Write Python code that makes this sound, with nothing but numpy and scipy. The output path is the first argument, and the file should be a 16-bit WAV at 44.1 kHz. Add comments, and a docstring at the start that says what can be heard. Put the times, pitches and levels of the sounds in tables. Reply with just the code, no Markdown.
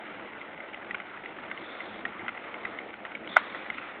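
"""A big fire across open ground

Swirling flames roar steadily some way off, and a thin hiss comes and goes. Burning timber splits
and crackles throughout. Once, something bursts with a sharp pop that scatters back from the
surroundings. Distance dulls the crackle, and the microphone adds a ringing midrange colour."""
import sys
import numpy as np
from scipy import signal
from scipy.fft import rfft, irfft, next_fast_len
from scipy.io import wavfile
from scipy.ndimage import uniform_filter1d, minimum_filter1d, map_coordinates

SR = 44100
rng = np.random.default_rng(int(sys.argv[2]) if len(sys.argv) > 2 else 0)


def master(y):
    """Save y as 16-bit WAV."""
    cut = np.clip(np.atleast_2d(y).T, -1, 1)
    pcm = np.round(cut * 32767)  # scale
    wavfile.write(sys.argv[1], SR, pcm.astype(np.int16))


N = 4 * SR


def amp(db):
    """Turn decibels into a number to multiply a sound by."""
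    return 10 ** (np.asarray(db) / 20)


def unit(x):
    """Scale a signal to an average strength (rms) of 1."""
    return x / np.sqrt(np.mean(x ** 2) + 1e-20)


def curve(rows):
    """Join (time, value) points with straight lines, giving one value per sample."""
    return np.interp(np.arange(N) / SR, *np.transpose(rows))


def wobble(per_s):
    """A smooth curve through per_s random values each second."""
    return map_coordinates(rng.standard_normal(2000), [np.arange(N) * per_s / SR], mode="wrap")


def filtered(x, response):
    """Multiply each frequency in x by response(hz)."""
    size = next_fast_len(N + 8192)
    return irfft(rfft(x, size) * response(np.fft.rfftfreq(size, 1 / SR)), size)[:N]


def noise(spectrum, patchy_db=0):
    """Noise of strength 1 with the given tone; patchy_db makes random patches louder or softer."""
    grid = signal.stft(rng.standard_normal(N), nperseg=512)[2]  # frequency by time
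    patches = uniform_filter1d(rng.standard_normal(grid.shape), 6, axis=0)
    patches = uniform_filter1d(patches, 12, axis=1)
    patchy = signal.istft(grid * amp(patchy_db * unit(patches)), nperseg=512)[1][:N]
    f, db = np.transpose(spectrum)
    return unit(filtered(patchy, lambda hz: amp(np.interp(np.log(hz + 1), np.log(f + 1), db, right=-120))))


# How strongly the fire burns: t/s, deep roar level/dB, bright rush level/dB
FLAME_LEVELS = [(0.0, -47.5, -44), (0.39, -45.5, -46), (0.83, -47.5, -47), (1.32, -46.5, -45.5),
                (1.67, -47.5, -45.5), (2.02, -43, -45), (2.35, -46, -46), (2.7, -44.5, -43),
                (2.96, -47.5, -48), (3.15, -46, -46), (3.42, -44.5, -46), (3.73, -48, -43.5),
                (3.88, -47.5, -40.5), (4.0, -47.5, -50)]
# Tone of the deep roar: f/Hz, relative level/dB
DEEP_TONE = [(20, -37), (35, -28.5), (60, -17.5), (140, -12.5), (185, -8), (206, 0.5), (228, -3), (265, -3),
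             (305, 2.5), (345, 0.5), (410, -3.5), (520, -1), (700, -2), (900, -3), (1100, -16),
             (1500, -34.5)]
# Tone of the bright rush: f/Hz, relative level/dB
BRIGHT_TONE = [(500, -25), (850, -12), (1080, -5), (1350, -1), (1700, -5.5), (2100, -1.5), (2500, -9),
               (3100, -13.5), (3600, -19), (4200, -35.5), (4600, -66)]


def roar():
    """Swirling flames make a deep, even roar and a brighter rush that flutters more."""
    times, deep_db, bright_db = np.transpose(FLAME_LEVELS)
    deep_gain = amp(curve(np.c_[times, deep_db]) + 0.5 * wobble(30))
    deep = deep_gain * noise(DEEP_TONE, patchy_db=2)
    bright_gain = amp(curve(np.c_[times, bright_db]) - 1.5 + 0.46 * wobble(14) + 1.7 * wobble(130))
    return deep + bright_gain * noise(BRIGHT_TONE, patchy_db=1.43)


# How the hiss comes and goes: t/s, level/dB
HISS_SWELLS = [(0, -69.5), (.7, -71), (1.42, -67.5), (1.62, -56), (2.0, -56.5), (2.08, -71.5), (2.3, -63.5),
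               (2.55, -63), (2.9, -69.5), (3.25, -73), (3.305, -47.5), (3.45, -53), (3.65, -59.5), (4, -70)]
# Tone of the hiss: f/Hz, relative level/dB
HISS_TONE = [(750, -18.5), (1150, 7.5), (1700, -4), (2200, -1), (2800, -11), (3250, -2), (3550, 2),
             (3750, -5.5), (4000, -12), (4400, -23), (4700, -59)]


def hiss():
    """A thin, grainy sizzle swells twice over the roar."""
    grain = amp(3.5 * wobble(170))
    return amp(curve(HISS_SWELLS) + 5.5) * unit(grain * noise(HISS_TONE, patchy_db=3))


# The clear cracks, each with a main, a low and a high ring:
# t/s, level/dB, low ring level/dB and high ring level/dB (relative to the main), main ring f/Hz
CLEAR_CRACKS = [(0.0623, -42, 3, -16, 1830), (0.196, -34.5, -12, -20, 2270), (0.413, -32, -13, -3.5, 2040),
                (0.4774, -42, -10, -22, 1890), (0.5763, -33, -11, -12, 2050),
                (0.6028, -29.5, -19, -25.5, 2080), (0.7334, -33, -9, -8.5, 2300),
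                (0.7438, -27.5, -13.5, -4, 2054), (0.9084, -20.5, -19, -33, 1975),
                (0.9445, -19.5, 3, -28, 2140), (0.9485, -27.5, 4, -15, 2150), (1.0001, -26.5, 0, -34, 2075),
                (1.1727, -34, -11, -26, 1960), (1.2366, -35, -13, -9, 2000),
                (1.2585, -27.5, -13, -15, 1985), (1.3853, -31, -1, -8, 1800), (1.513, -24.5, -1, -10, 2125),
                (1.5748, -28.5, -13, -3, 2120), (1.7502, -37, -10, -19, 2200),
                (1.8032, -24.5, -10.5, -30, 2014), (2.0517, -18.5, -14, -23, 1913),
                (2.1316, -34.5, -7, -24, 2080), (2.1929, -31, -25.5, -20, 2060),
                (2.2625, -30, -7, -30, 2040), (2.2805, -19.5, 0.5, -32.5, 1994),
                (2.2893, -21.5, -0.5, -27, 2100), (2.3481, -33, 1, -28, 1915),
                (2.3747, -29, -2, -1.5, 2010), (2.5413, -26, -39, -13, 2126), (2.6508, -20, -5, -32, 2030),
                (2.7867, -24.5, -26, -32, 2160), (2.9392, -32.5, 2, -11.5, 2100),
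                (3.05, -28, -3, -25, 1920), (3.1183, -34, 1, -13, 2180), (3.1507, -23.5, -13, -25, 2200),
                (3.274, -28.5, -2, -1, 2170), (3.5468, -25, -3.5, -24, 1970),
                (3.7005, -20.5, -8.5, -13, 2110), (3.7444, -35, -7, -15, 2070), (3.7819, -26, -2, -4, 1980)]
# The main, low and high microphone resonances that each crack sets ringing:
# multiple of the main pitch, time to fade by 60 dB/s
CRACK_RESONANCES = [(1, 0.023), (.69, 0.015), (1.36, 0.0042)]
# Tone of the splinters: f/Hz, relative level/dB
SPLINTER_TONE = [(100, -19), (500, -13), (1300, -6.5), (2100, -1), (2900, -7.5), (3700, -18.5),
                 (4500, -44.5)]


def crackle(faint_per_s=96, muffle_hz=4000):
    """Timber splits: each crack sprays splinters, echoes and makes the microphone ring briefly."""
    t = np.arange(SR // 20) / SR
    rise_s, hold_s = 0.0011, 0.0023
    rings, spray, echo_power = np.zeros((3, N))
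    splinters = noise(SPLINTER_TONE)
    cracks = list(CLEAR_CRACKS)
    # Add many faint cracks at random, with the same five columns.
    for when, softness, low, high, pitch in rng.random((faint_per_s * N // SR, 5)):
        db = -45.5 - 2 * np.log(max(softness, 0.05))
        cracks.append((when * N / SR, db, 14 * low - 9, 12 * high - 14, 1690 + 620 * pitch))
    for start, db, low_db, high_db, main_hz in cracks:
        gains = amp([0, low_db, high_db])
        gains *= amp(db - 2) / np.linalg.norm(gains)  # the three rings share the crack's level
        for gain, (multiple, fade_s) in zip(gains, CRACK_RESONANCES):
            hz = main_hz * multiple * (1 + 0.015 * rng.standard_normal())  # slightly out of tune
            add(rings, start, gain * strike(t, rise_s, fade_s, hold_s) * np.sin(2 * np.pi * hz * t))
        add(spray, start, amp(db - 11.5) * strike(t, rise_s, fade_s=0.016, hold_s=hold_s))
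        add(echo_power, start, (amp(db - 26.5) * strike(t, rise_s=0.0018, fade_s=0.09)) ** 2)
    sound = rings + (spray + np.sqrt(echo_power)) * splinters
    return filtered(sound, lambda hz: 1 / np.sqrt(1 + (hz / muffle_hz) ** 36))  # distance dulls it


def strike(t, rise_s, fade_s, hold_s=0):
    """The loudness of a hit: it rises fast, holds, then drops 60 dB every fade_s seconds."""
    return (1 - np.exp(-(t / rise_s) ** 2)) * amp(-60 * np.maximum(t - hold_s, 0) / fade_s)


def add(track, start_s, sound):
    """Mix a sound into the track at the given time."""
    part = track[max(round(start_s * SR), 0):][:len(sound)]
    part += sound[:len(part)]


# The notes that ring in the pop: f/Hz, relative level/dB, time to fade by 60 dB/s
POP_NOTES = [(631, -11.5, 0.022), (772, -6, 0.0087), (1220, -11, 0.02), (1452, -0.5, .018),
             (2045, -6, 0.014), (3520, -22, 0.0064)]
# The pop's lead-in, main burst and two nearby echoes: t/s from the main burst, relative level/dB
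POP_HITS = [(-.0039, -13), (0, 6), (.0112, -18), (.021, -24.5)]
# Sound scattered back from near and far: level/dB, time to fade by 60 dB/s
ECHO_TAILS = [(-18.5, 0.06), (-38, 0.84)]
# Tone of that scattered sound: f/Hz, relative level/dB
ECHO_TONE = [(200, -44.5), (600, -34), (1000, -4), (1400, -5.5), (1750, -4), (2100, -6.5), (2700, -16.5),
             (4000, -26), (4600, -61.5)]


def pop(start_s=3.3662, bass_cut_hz=430, snap_hz=7820):
    """Something bursts with a hollow ring and a bright snap, and the surroundings echo it."""
    t = np.arange(SR) / SR
    burst = np.zeros(SR)
    for k, (hz, db, fade_s) in enumerate(POP_NOTES):
        loudness = amp(db) * strike(t, rise_s=0.0011, fade_s=fade_s, hold_s=0.0016)
        burst += (-1) ** k * loudness * np.sin(2 * np.pi * hz * t)  # every other wave is flipped
    hits, click, tail = np.zeros((3, N))
    for delay_s, db in POP_HITS:
        add(hits, start_s + delay_s, amp(db - 7.5) * burst)
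    hollow = filtered(hits, lambda hz: (hz / bass_cut_hz) ** 3 / np.sqrt(1 + (hz / bass_cut_hz) ** 6))
    add(click, start_s + 0.002, amp([-5.5]))  # one sample long
    snap = filtered(click, lambda hz: np.exp(-(hz / snap_hz) ** 2))
    for db, fade_s in ECHO_TAILS:
        add(tail, start_s, amp(db) * strike(t, rise_s=0.002, fade_s=fade_s))
    return hollow + snap + tail * noise(ECHO_TONE)


def scene():
    """The whole fire, in one channel."""
    return (roar() + hiss() + crackle() + pop())[None]


def record(dry):
    """A limiter turns the volume down for an instant at the pop; the highest treble is cut off."""
    ceiling_db, top_hz = -2, 16000
    needed = np.minimum(1, amp(ceiling_db) / (np.abs(dry[0]) + 1e-9))
    held = minimum_filter1d(needed, size=61)
    smooth_gain = uniform_filter1d(uniform_filter1d(held, size=31), size=31)
    return filtered(smooth_gain * dry[0], lambda hz: hz < top_hz)[None]


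dry = scene()
out = record(dry)
master(out)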